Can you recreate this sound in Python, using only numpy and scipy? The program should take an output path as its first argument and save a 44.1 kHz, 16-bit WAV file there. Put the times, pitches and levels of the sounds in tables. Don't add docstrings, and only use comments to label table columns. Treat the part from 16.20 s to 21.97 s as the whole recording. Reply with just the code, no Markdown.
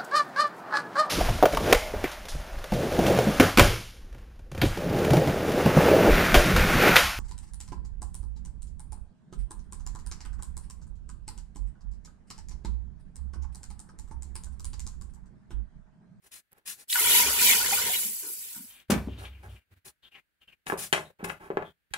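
import sys
import numpy as np
from scipy import signal
from scipy.fft import rfft, irfft
from scipy.io import wavfile
from scipy.ndimage import uniform_filter1d, map_coordinates

SR = 44100
rng = np.random.default_rng(int(sys.argv[2]) if len(sys.argv) > 2 else 0)


def unload_audio(sound):
    columns = np.transpose(np.atleast_2d(sound))
    steps = np.round(np.clip(columns, -1, 1) * 32767)
    wavfile.write(sys.argv[1], SR, steps.astype(np.int16))


N = 254456
TIME = np.arange(N) / SR

# time in seconds, relative level in dB.
POUR_VIGOUR = [(0.68, -58), (0.702, -38.5), (0.725, -32.5), (0.967, -22), (1.114, -31), (1.164, -30.5),
               (1.226, -23.5), (1.302, -22), (1.43, -30), (1.82, -32.5), (1.914, -38.5), (2.356, -44.5),
               (2.5, -54.5), (2.628, -71), (2.66, -94)]
# frequency in Hz, relative level in dB per Hz.
WATER_COLOUR = [(110, -36), (180, -9), (213, -9), (339, -25), (387, 0), (466, -14), (652, -14.5),
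                (946, -10.5), (1160, -8), (2450, -4), (2690, -5.5), (3550, -4.5), (6570, -5.5), (11500, 2),
                (15500, -5.5)]
# frequency in Hz, width in Hz, level in dB.
POT_RESONANCES = [(214, 25, -4.5), (391.8, 7.1, 5.5), (933, 56, 8), (1414, 120, -1.5), (2350, 500, -6),
                  (2980, 90, 1.5)]
# bubbles tried per second, lowest pitch in Hz, highest pitch in Hz,
# cycles rung, size spread in dB, share by which the pitch climbs, phase spread between channels in radians.
BUBBLE_SIZES = [(352, 170, 590, 38, 1.5, 0.13, 0.57), (380, 600, 1700, 24, 1.2, 0.15, 0.91),
                (1700, 1737, 4230, 85, .8, 0.15, 3.3), (2000, 4300, 7600, 70, 1.2, 0.06, 3.2),
                (3500, 7230, 15800, 50, 1.2, .03, 1.8)]
# dB at full vigour,
# share of the vigour's swing, late start in seconds, dB lost without the stream.
BUBBLE_RESPONSE = [(-44, 0.66, 0.05, 16.5), (-38, 0.3, 0.04, 28.5), (-28.5, 1.056, -0.043, 10.5),
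                   (-28, 1.16, -.04, 2.5), (-23.5, 1, 0.0038, -0.5)]
BURST_RESPONSE = (-13.5, 0.6, 1.5, 4)
DRUM_RESPONSE = (-52.5, 0.3, 0.12, 24)
# crest in seconds, length in seconds, pitch in Hz, boost in dB.
SLOSH_CLOUDS = [(0.736, 0.041, 3000, -6), (1.053, 0.094, 444, 11.5), (1.667, 0.042, 432, 16.5),
                (1.748, 0.052, 2320, 7.5), (1.88, 0.091, 250, 6), (2.062, 0.11, 910, 15),
                (2.29, 0.13, 2810, 3), (2.37, 0.068, 815, 19.5)]
# start in seconds, pitch in Hz,
# # relative level in dB, time to fall 60 dB in seconds, share by which the pitch climbs.
BIG_BUBBLES = [(0.699, 3650, -27.5, 0.077, 0.12), (0.723, 1926, -29, 0.07, .15),
               (0.75, 1613, -23, 0.074, 0.47), (0.755, 1435, -18, 0.055, .15),
               (0.787, 2044, -21.5, 0.078, 0.24), (0.803, 1295, -30, 0.056, 0.42),
               (0.826, 3030, -21, 0.037, 0.28), (0.841, 2480, -22, 0.028, 0.24),
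               (0.868, 1230, -27.5, 0.028, .3), (0.913, 3560, -18, 0.059, 0.13),
               (0.947, 910, -23, 0.066, 0.1), (0.97, 950, -26, 0.054, .15), (0.994, 954, -25, 0.093, 0.15),
               (1.024, 915, -25, 0.055, .15), (1.014, 2030, -20, 0.092, 0.56),
               (1.061, 2340, -20, 0.061, 0.27), (1.103, 574, -24.5, 0.028, .2),
               (1.188, 2370, -22.5, 0.079, .2), (1.214, 957, -29, .1, 0.083),
               (1.255, 3290, -17.5, 0.03, 0.33), (1.288, 2230, -19.5, 0.073, 0.29),
               (1.31, 3260, -19, 0.071, .25), (1.343, 2410, -20.5, .06, 0.29),
               (1.409, 1400, -23, 0.066, 0.26), (1.441, 1700, -22, 0.053, .3),
               (1.459, 2010, -20.5, 0.04, 0.26), (1.523, 774, -19.5, 0.067, .22),
               (1.527, 890, -22, .035, .2), (1.529, 1951, -18, 0.032, 0.24),
               (1.53, 2400, -17.5, 0.043, 0.17), (1.578, 2820, -22, 0.037, 0.26),
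               (1.585, 1450, -25, 0.06, .4), (1.617, 2000, -22.5, .048, 0.33),
               (1.656, 2400, -38, .04, 0.27), (1.69, 1620, -28, .035, .4), (1.696, 706, -31, 0.084, 0.31),
               (1.721, 2600, -31, 0.032, 0.35), (1.742, 2450, -33, 0.057, 0.22),
               (1.76, 3830, -19, .05, 0.16)]
# start in seconds, relative level in dB, lowest Hz, contact Hz,
# left-right difference in dB, resonance in Hz, chatter in dB against the first contact.
WATER_SLAPS = [(0.699, -10, 2780, 5000, -3, 3010, 8), (0.7275, 6, 3517, 3926, 4.5, 3840, 2),
               (0.757, 1.5, 1430, 2200, 6, 1550, 4), (1.533, -9, 1200, 2574, 3.5, 2400, 14)]
# start in seconds, length in seconds, pitch in Hz,
# roughness cutoff in Hz, level in dB.
WATER_LAPS = [(1.839, 0.12, 214, 25.3, -56), (2.019, 0.15, 384, 69, -58.5), (2.349, 0.11, 221, 33.5, -54.5)]
CUP_LANDINGS = [(2.6995, 5.5, 110, 480, 1, 239, -2.5), (2.702, -1.5, 460.3, 12000, 9.5, 990, 20),
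                (2.719, 1.5, 99, 450, -1.5, 170, 3), (2.716, -5, 499, 6000, -15, 884, 27),
                (2.7285, 0, 139.7, 600, -2, 340, -1), (2.74, -6, 70, 2800, 11.5, 305, 2),
                (2.761, -9, 60.3, 1205, -7, 510, 5), (2.777, -16.5, 300, 2500, 16, 1395, 11),
                (2.801, -16.5, 120, 1110, -2, 297, 8), (2.873, -8.5, 181, 330, 4, 246, -4),
                (2.885, -13.5, 257, 654, 7, 420, -4), (2.984, -30, 121.5, 717, -12, 386, 11),
                (3.234, -29, 450, 2460, 2, 790, 2)]
# frequency in Hz, relative level in dB per Hz.
THUD_COLOUR = [(29, -26.5), (55, -15), (105, -23), (165, -0.5), (220, -2.5), (320, -8.5), (460, -12),
               (650, -15), (900, -16.5), (1880, -20.5), (2600, -19.5), (4500, -23), (9000, -20.5),
               (15500, -17.5)]
# frequency in Hz, relative level in dB,
# time to fall 60 dB in seconds before damping caps it.
STOVE_TOP_MODES = [(170, -4, 0.14), (232, 4.5, 0.072), (388.5, -6, 0.19), (623, -16, 0.18),
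                   (850, -18, 0.22), (969, -15.5, 0.29), (1513, -14.5, 0.18), (1588, -19.5, 0.3),
                   (1770, -12.5, 0.14), (2330, -13.5, 0.28), (2550, -13.5, 0.25), (3521, -26, 0.2)]
# frequency in Hz, width in Hz, relative level in dB.
STOVE_MODES = [(65, 2.7, -3), (94.1, 4.8, -9.5), (222, 7.5, -34)]
# start in seconds, length in seconds, level in dB before it sags.
STOVE_JOLTS = [(1.042, 0.033, -41), (2.685, 0.53, -32), (3.229, 0.12, -42), (3.466, 0.11, -56.5),
               (3.632, 0.066, -68.5)]
CASE_KNOCKS = [(3.657, -46, 151, 9070, 8.5, 703, 11.5), (4.468, -17, 149, 8920, 8, 3490, 3),
               (4.475, -21.5, 900, 4030, 7, 2240, 5.5), (4.4995, -4.5, 300, 1700, 5.5, 1600, -6),
               (4.509, -18, 500, 1700, 0, 1150, -3), (4.5223, -1, 450, 1220, -3, 1120, -9),
               (4.528, -3, 60, 645, -2, 353, -8), (4.539, -5, 150, 850, 4.5, 455, -15),
               (4.7275, 3.5, 205, 13700, 2.5, 3300, -2), (4.7282, 1.5, 2600, 4550, 3, 3690, -4),
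               (4.7351, -7, 300, 7920, 19, 1420, 1.5), (4.746, -6.5, 250, 4980, -1, 595, 7),
               (4.762, -13.5, 200, 3500, 0.5, 2200, 2), (4.777, -11, 200, 2600, 9.5, 643, 10),
               (4.789, -23, 200, 2600, 9, 450, 7), (4.812, -17, 300, 892, -7, 720, -9),
               (4.831, -19, 300, 900, -2, 650, -1), (4.902, -30, 200, 890, 4, 500, 2.5),
               (5.006, -20, 150, 600, 2, 620, 1), (5.029, -5.5, 90, 400, -1, 198.7, -1.5),
               (5.0435, -19.5, 90, 6000, 17.5, 1470, 6), (5.06, -21, 200, 2970, -4, 740, -6),
               (5.097, -16, 700, 5000, 4.5, 2670, 1), (5.101, -14, 700, 2720, 17, 1500, -3),
               (5.122, -28, 250, 2200, 2.5, 898, 2), (5.277, -34, 300, 2500, 0.5, 1500, -1),
               (5.3028, 0.5, 241, 520, 1, 437.5, -16.5), (5.308, -15.5, 300, 1290, 4, 1300, -4),
               (5.316, -13.5, 350, 900, 6, 577, -2.5), (5.3712, 3.5, 200, 1038, 0.5, 450, -18.5),
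               (5.376, -15.5, 350, 2000, 11.5, 1058, -7), (5.387, -19, 400, 1000, 5.5, 719, -4),
               (5.422, -13, 350, 1375, 11, 649, 8.5), (5.711, -10, 35, 60, -15.5, 62, -22),
               (5.7366, -8.5, 913, 12000, 7, 4070, 9.5), (5.7438, -14, 800, 1980, -9.5, 1400, -5)]
# frequency in Hz, relative level in dB per Hz.
KNOCK_COLOUR = [(50, -10.5), (110, -4.5), (170, 3), (280, -10), (450, 3), (880, 0.5), (1700, 2), (2800, -1),
                (3700, -10), (4800, -12), (7500, -7.5), (11000, -9.5), (15500, -26)]
# frequency in Hz, relative level in dB,
# time to fall 60 dB in seconds before damping caps it.
CASE_MODES = [(411.2, -5, 0.17), (450, 1, 0.058), (617.6, -4.5, 0.14), (877, -3, 0.17), (1470, -1.5, 0.044),
              (1700, -3, .042), (2067, -7, .05), (2600, -5, .07), (3215, -11, 0.091), (3800, -8, .05)]
# start in seconds, length in seconds,
# relative level of the hiss in dB, relative level of the drag on the case in dB.
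HAND_BRUSHES = [(0.018, 0.11, -61.5, -63.5), (0.114, 0.098, -47, -66.5), (0.314, 0.17, -83, -61),
                (0.358, 0.047, -71, -63), (0.455, 0.096, -39, -64), (0.575, 0.078, -54, -62.5),
                (2.977, 0.13, -58, -48.5), (3.033, 0.031, -68, -45.5), (3.226, 0.065, -66, -49),
                (3.288, 0.11, -67, -65.5), (3.486, 0.085, -83.5, -73), (3.648, 0.061, -49, -53.5),
                (3.958, 0.032, -81.5, -62.5), (4.462, 0.088, -46.5, -40.5), (4.573, 0.11, -36, -45),
                (4.862, 0.03, -90, -57), (4.99, 0.066, -85, -46.5), (5.039, 0.02, -40, -30.5),
                (5.06, 0.085, -53.5, -38), (5.198, 0.11, -66, -45), (5.436, 0.067, -76, -52)]
# frequency in Hz, relative level in dB per Hz.
BRUSH_COLOUR = [(120, -32.5), (200, -11), (534, -20.5), (607, -31), (890, -10), (1210, -7.5), (2380, -0.5),
                (6240, 0.5), (10200, 4), (15500, 4)]
# start in seconds, length in seconds, pitch in Hz,
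# relative level in dB, roughness cutoff in Hz, share by which the pitch falls.
GRIP_SQUEAKS = [(2.472, 0.21, 2948, -62.5, 800, 0.18), (2.874, 0.16, 2950, -63, 503, .1),
                (2.967, 0.13, 3170, -59, 750, 0.154), (3.045, 0.046, 2750, -53.5, 640, 0.13),
                (3.088, .16, 2600, -65.5, 420, 0.17), (3.281, 0.11, 2896, -68.5, 420, 0.21),
                (3.358, 0.018, 2640, -61, 420, .1), (3.389, 0.081, 2470, -71.5, 420, 0.18),
                (3.5, 0.085, 2037, -81.5, 416, 0.21), (3.823, 0.097, 3217, -61, 400, 0.2),
                (3.908, 0.049, 2668, -66, 250, 0.11), (3.94, .068, 2400, -57.5, 383, 0.219),
                (4.203, 0.067, 2890, -62, 300, .16), (4.277, 0.058, 2650, -60.5, 280, .25),
                (4.322, 0.029, 2480, -60, 330, 0.17), (4.85, 0.038, 3800, -65, 160, 0.026),
                (5.433, 0.096, 3350, -63, 198.7, .02)]
# time in seconds, relative level in dB.
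BRIGHT_TICKS = [(0.047, -36), (0.319, -29.5), (0.33, -26), (0.384, -33)]
# frequency in Hz, relative level in dB per Hz.
ROOM_TONE_COLOUR = [(24, -46.5), (40, 3), (1100, -16), (1600, -3), (1960, -6.5), (4570, -16.5), (5440, -23),
                    (15500, -17)]
# frequency in Hz, correlation.
ECHO_LIKENESS = [(100, 0.96), (250, 1), (500, 0.75), (1000, 1), (2000, 0.17), (4000, 0.29), (15000, 0.65)]
# frequency in Hz, time to fall 60 dB in seconds.
ECHO_T60 = [(100, 0.45), (400, 0.16), (2000, 0.21), (6000, 0.23), (15000, 0.31)]

STREAM_START_S, STREAM_END_S = 0.693, 1.677
DIG_S, SETTLE_S = 0.021, 0.28
FIRST_BUBBLE_HZ, DEEPEN_S_PER_OCTAVE = 2400, 0.041
TRICKLE_DB, TRICKLE_PER_S = 1.3, 22
SLOSH_OCTAVES = 0.46
BURSTS_PER_S, BURST_SPREAD_DB = 70, 3.5
JOLT_ATTACK_S, JOLT_SAG_DB_PER_S, JOLT_RELEASE_DB_PER_S = 0.057, 32, 331.5
CASE_RING_DB, REBOUNDS_PER_S = -8, 650
HISS_DULL_HZ, DRAG_DULL_HZ = 12000, 1491
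SLIDE_AFTER_S, SLIDE_S, SLIDE_DB, SLIDE_DULL_HZ = 0.02, 0.061, -36, 3940
FLOOR_DB = -69
CUTOFF_HZ = 15700


def pour(patchy_db=1.5):
    space = kitchen(wet_db=-3, early_db=10, early_s=.04, lag_ms=.05)
    out = 0
    for size_row, response in zip(BUBBLE_SIZES, BUBBLE_RESPONSE):
        per_s, low_hz, high_hz, cycles, spread_db, rise, apart = size_row
        level_db = stirred(*response) + sloshing(np.sqrt(low_hz * high_hz))
        gain = from_db(level_db + TRICKLE_DB * drift(TRICKLE_PER_S))
        grains = bubbles(per_s, low_hz, high_hz, cycles, spread_db, rise, patchy_db, apart)
        in_pot = grains + sum(from_db(db) * resonance(grains, hz, width) for hz, width, db in POT_RESONANCES)
        heard = convolve(in_pot, space)
        power = np.abs(uniform_filter1d(heard.mean(0) ** 2, size=4000))
        out = out + gain * heard / np.sqrt(power + power.mean() / 100)
    bass = signal.sosfiltfilt(signal.butter(2, 1600, fs=SR, output="sos"), out)
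    return bass + from_db(0.5) * off_the_cup(out - bass)


def bubbles(per_s, low_hz, high_hz, cycles, spread_db, rise, patchy_db, apart):
    start, end = POUR_VIGOUR[0][0], POUR_VIGOUR[-1][0]
    clouds = rng.standard_normal((40, 200))
    count = int(per_s * (end - start))
    when, pitch, size, place, sign = rng.random((count, 5)).T[:, :, None]
    s = start + when * (end - start)
    hz = low_hz * (high_hz / low_hz) ** pitch
    cloud = map_coordinates(clouds, [4 * np.log2(hz / 100), 30 * s], order=1, mode="nearest")
    level_db = at_hz(WATER_COLOUR, hz) - spread_db * np.log(size + 0.085) + patchy_db * cloud
    strength = hz * from_db(level_db) * np.sign(sign - .5)
    first_s = STREAM_START_S + DEEPEN_S_PER_OCTAVE * np.log2(FIRST_BUBBLE_HZ / hz)
    strength = strength * (s > first_s)
    steps = np.arange(int(cycles / low_hz * SR))
    age = steps / SR * hz / cycles
    phase = 2 * np.pi * cycles * (age + rise * np.minimum(age, 1) ** 2 / 2)
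    fade = strength * from_db(-60 * age) * (1 - np.exp(-2 * cycles * age))
    at = ((s * SR).astype(int) + steps).ravel()
    channels = []
    for side in (1, -1):
        ringing = fade * np.sin(phase + side * apart * (place - .5))
        channels.append(np.bincount(at, ringing.ravel(), N)[:N])
    return np.array(channels)


def stirred(full_db, follows, late_s, lost_db):
    s, db = np.transpose(POUR_VIGOUR)
    vigour_db = np.interp(TIME, s, db - db.max(), left=-200, right=-200)
    building = np.clip((TIME - STREAM_START_S - late_s) / DIG_S, 0, 1)
    settling = np.clip(1 - (TIME - STREAM_END_S) / SETTLE_S, 0, 1)
    return full_db + follows * vigour_db - lost_db * (1 - building * settling)


def sloshing(hz):
    boost_db = 0
    for s, length, pitch_hz, db in SLOSH_CLOUDS:
        octaves = np.log2(hz / pitch_hz)
        boost_db = boost_db + db * np.exp(-(2 * (TIME - s) / length) ** 2 - (octaves / SLOSH_OCTAVES) ** 2 / 2)
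    return boost_db


def off_the_cup(x, echo=0.39, delay_ms=1.3, sway_ms=.33):
    moving = drift(6.0)
    out = []
    for channel in x:
        lag_s = (delay_ms + sway_ms * (moving + drift(3))) / 1000
        out.append(map_coordinates(channel, [(TIME - lag_s) * SR], order=3))
    return x + echo * np.array(out)


def plops(attack_s=.004):
    out, t = np.zeros(N), TIME[:SR // 4]
    for s, hz, db, t60, rise in BIG_BUBBLES:
        phase = 2 * np.pi * np.cumsum(hz * (1 + rise * np.minimum(t / t60, 1))) / SR
        add(out, s, from_db(db - 60 * t / t60) * np.sin(phase) * (1 - np.exp(-t / attack_s)))
    return convolve(out, kitchen(wet_db=-9, early_db=4, early_s=0.02, lag_ms=.1))


def splats():
    space = kitchen(wet_db=-3, early_db=5, early_s=.02, lag_ms=.03)
    slaps = blows(WATER_SLAPS, impulse(WATER_COLOUR), space, chatter_s=0.011, ring_db=0.5, ring_q=6)
    return from_db(4.0) * slaps


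def bursts():
    out, t = np.zeros(N), TIME[:SR // 50]
    start, end = POUR_VIGOUR[0][0], POUR_VIGOUR[-1][0]
    for when, pitch, size in rng.random((int(BURSTS_PER_S * (end - start)), 3)):
        hz = 5000 * 3 ** pitch
        ping = np.sin(2 * np.pi * hz * t) * from_db(-60 * t * hz / 25)
        strength = from_db(-BURST_SPREAD_DB * np.log(size + .05) - 10) * np.sqrt(hz / 8000)
        add(out, start + when * (end - start), strength * ping)
    space = kitchen(wet_db=-4, early_db=6, early_s=.02, lag_ms=.05)
    return convolve(out * from_db(stirred(*BURST_RESPONSE)), space)


def laps(rise=0.097):
    out = np.zeros(N)
    for s, length, hz, width_hz, db in WATER_LAPS:
        add(out, s, from_db(db) * hoarse(stroke(length, grit_db=-0.5), hz, width_hz, rise))
    return out


def thuds():
    body = struck(THUD_COLOUR, STOVE_TOP_MODES, ring_db=-10, longest_s=.22)
    space = kitchen(wet_db=-8, early_db=1, early_s=.06, lag_ms=.03)
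    heard = blows(CUP_LANDINGS, body, space, chatter_s=.09, ring_db=-5, ring_q=2)
    return from_db(8.0) * heard


def shudder(waver=0.088):
    shake = 0
    for hz, width, db in STOVE_MODES:
        shake = shake + from_db(db) * resonance(rng.standard_normal(N), hz, width) / np.sqrt(width)
    shake = rms_one(shake)
    shake = rms_one(signal.sosfilt(signal.butter(4, 55, "high", fs=SR, output="sos"), shake))
    swell = np.sqrt(uniform_filter1d(shake ** 2, size=4000) + waver ** 2)
    return (from_db(stirred(*DRUM_RESPONSE)) + jolted()) * rms_one(shake / swell)


def jolted():
    out = np.zeros(N)
    for s, length, db in STOVE_JOLTS:
        age = np.maximum(TIME - s, 0)
        damped_db = JOLT_RELEASE_DB_PER_S * np.maximum(age - length, 0)
        out += np.minimum(age / JOLT_ATTACK_S, 1) * from_db(db - JOLT_SAG_DB_PER_S * age - damped_db)
    return out


def knocks():
    body = struck(KNOCK_COLOUR, CASE_MODES, CASE_RING_DB, longest_s=.12)
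    space = kitchen(wet_db=-5, early_db=-1, early_s=.04, lag_ms=.27)
    bumps = blows(CASE_KNOCKS, body, space, chatter_s=.026, ring_db=2, ring_q=5)
    scrapes = convolve(convolve(drags(grit_db=12), body), space)
    return from_db(3.0) * bumps + from_db(-15.0) * scrapes


def drags(grit_db):
    out = np.zeros(N)
    for s, length, _, db in HAND_BRUSHES:
        add(out, s, from_db(db) * rms_one(lowpass(stroke(length, grit_db), DRAG_DULL_HZ)))
    for s, db, _, contact_hz, *_ in CASE_KNOCKS:
        slide = rms_one(lowpass(stroke(SLIDE_S, grit_db), SLIDE_DULL_HZ))
        add(out, s + SLIDE_AFTER_S, from_db(db + SLIDE_DB) * lowpass(slide, contact_hz))
    return out


def scuffs(flutter_db=2):
    out = np.zeros(N)
    for s, length, db, _ in HAND_BRUSHES:
        add(out, s, from_db(db) * rms_one(lowpass(stroke(length, grit_db=6.5), HISS_DULL_HZ)))
    out = out * from_db(flutter_db * drift(150))
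    space = kitchen(wet_db=6.5, early_db=15.5, early_s=.04, lag_ms=.1)
    heard = convolve(convolve(out, impulse(BRUSH_COLOUR)), space)
    return from_db(-8.5) * heard * from_db([[1.5], [-1.5]])


def squeaks(rub_db=-12):
    out = np.zeros(N)
    for s, length, hz, db, width_hz, fall in GRIP_SQUEAKS:
        slips = stroke(length, grit_db=6)
        squeal = hoarse(slips, hz, width_hz, glide=-fall)
        rub = from_db(rub_db) * rms_one(lowpass(slips, 2500))
        add(out, s, from_db(db) * (squeal + rub))
    out = out * from_db(3 * drift(90) - 1)
    space = kitchen(wet_db=-1.0, early_db=3.5, early_s=0.04, lag_ms=.05)
    return convolve(out, space) * from_db([[2], [-2]])


def ticks(centre_hz=13000, width_hz=3500):
    clicks = np.zeros(N)
    for s, db in BRIGHT_TICKS:
        clicks[round(s * SR)] = from_db(db + 2.0)
    space = kitchen(wet_db=-16.0, early_db=33, early_s=0.011, lag_ms=.1)
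    return convolve(resonance(clicks, centre_hz, width_hz), space)


def room_tone():
    return from_db(FLOOR_DB) * rms_one(convolve(rng.standard_normal((2, N)), impulse(ROOM_TONE_COLOUR)))


def blows(rows, body, space, chatter_s, ring_db, ring_q):
    out, t = np.zeros((2, N)), TIME[:SR // 10]
    for s, db, lowest_hz, contact_hz, pan_db, ring_hz, chatter_db in rows:
        gaps, sizes = rng.random((2, 40))
        at = (np.cumsum(.3 + 1.4 * gaps) * SR / REBOUNDS_PER_S).astype(int)
        rebounds = np.sign(sizes - .5) * (.5 + np.abs(sizes - .5))
        chatter = np.bincount(at, rebounds, len(t))[:len(t)] * from_db(-60 * t / chatter_s)
        contact = from_db(chatter_db) * chatter / np.linalg.norm(chatter) + (t == 0)
        blow = signal.fftconvolve(body, contact / np.linalg.norm(contact))
        blow = highpass(lowpass(blow, contact_hz), lowest_hz)
        blow = blow + from_db(ring_db) * resonance(blow, ring_hz, ring_hz / ring_q)
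        add(out, s, blow * from_db(db + np.array([[.5], [-.5]]) * pan_db))
    return convolve(out, space)


def struck(spectrum, modes, ring_db, longest_s):
    t = TIME[:SR // 3]
    ringing = 0
    for hz, db, t60 in modes:
        ringing = ringing + from_db(db - 60 * t / min(t60, longest_s)) * np.sin(2 * np.pi * hz * t)
    body = from_db(ring_db) * ringing / np.linalg.norm(ringing)
    add(body, 0, impulse(spectrum))
    return body


def stroke(length, grit_db):
    u = np.linspace(0, 1, max(8, round(length * SR)))
    slips = rng.standard_normal((SR // 2, 2))[:len(u)]
    uneven = from_db(grit_db * np.minimum(slips[:, 1], 2))
    return rms_one(slips[:, 0] * uneven * np.sin(np.pi * u ** 0.54))


def hoarse(slips, hz, width_hz, glide):
    pitch = hz * (1 + glide * np.linspace(-.5, .5, len(slips)))
    return rms_one(lowpass(slips, width_hz) * np.sin(2 * np.pi * np.cumsum(pitch) / SR))


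def kitchen(wet_db, early_db, early_s, lag_ms):
    t, tail = TIME[:SR // 2], 0
    edges = np.geomspace(40, 18000, 19)
    for low, high in zip(edges, edges[1:]):
        band_filter = signal.butter(2, [low, high], "band", fs=SR, output="sos")
        mid, side = signal.sosfilt(band_filter, rng.standard_normal((2, len(t))))
        hz = np.sqrt(low * high)
        alike = np.clip(at_hz(ECHO_LIKENESS, hz), -1, 1)
        fade = from_db(-60 * t / at_hz(ECHO_T60, hz)) + from_db(early_db - 60 * t / early_s)
        band = (np.sqrt(1 + alike) * mid + np.sqrt(1 - alike) * side * [[1], [-1]]) * fade
        tail = tail + band * np.sqrt(4 * (high - low) / SR / np.sum(band ** 2))
    response = from_db(wet_db) * tail
    response[0, round(abs(lag_ms) * SR / 1000)] += 1
    response[1, 0] += 1
    return response


def drift(rate):
    return np.interp(TIME * rate, np.arange(4000), rng.standard_normal(4000))


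def impulse(spectrum, size=4096):
    cepstrum = irfft(np.log(from_db(at_hz(spectrum, np.fft.rfftfreq(size, 1 / SR)))))
    pulse = irfft(np.exp(rfft(2 * cepstrum[:size // 2], size)))
    return pulse / np.linalg.norm(pulse)


def resonance(x, hz, width):
    r = np.exp(-np.pi * width / SR)
    forward = np.array([1, 0, -1]) * (1 - r * r) / 2
    feedback = [1, -2 * r * np.cos(2 * np.pi * hz / SR), r * r]
    return signal.lfilter(forward, feedback, x + 1e-18)


def lowpass(x, hz):
    return signal.sosfilt(signal.butter(2, min(hz, .45 * SR), fs=SR, output="sos"), x + 1e-18)


def highpass(x, hz):
    return signal.sosfilt(signal.butter(2, hz, "high", fs=SR, output="sos"), x + 1e-18)


def convolve(x, response):
    return signal.fftconvolve(np.atleast_2d(x), np.atleast_2d(response), axes=1)[:, :N]


def add(out, s, sound):
    room_left = out[..., max(0, round(s * SR)):][..., :sound.shape[-1]]
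    room_left += sound[..., :room_left.shape[-1]]


def from_db(db):
    return 10 ** (np.asarray(db) / 20)


def rms_one(x):
    return x / np.sqrt(np.mean(np.atleast_2d(x).mean(0) ** 2) + 1e-20)


def at_hz(points, hz):
    points = np.array(points)
    return np.interp(np.log(hz + 1e-9), np.log(points[:, 0]), points[:, 1])


def scene():
    water = pour() + plops() + splats() + bursts() + laps()
    stove = thuds() + shudder()
    handling = knocks() + scuffs() + squeaks() + ticks()
    return water + stove + handling + room_tone()


def record(dry, gate_db=-58, depth_db=16, slope=2.36):
    power = np.abs(uniform_filter1d(np.mean(dry ** 2, axis=0), size=600))
    level_db = 10 * np.log10(power + 1e-14)
    gain = from_db(np.clip(slope * (level_db - gate_db), -depth_db, 0))
    rounded = .7 * np.tanh(dry * gain / .7)
    return signal.sosfilt(signal.ellip(12, .1, 80, CUTOFF_HZ, fs=SR, output="sos"), rounded)


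dry = scene()
out = record(dry)
unload_audio(out)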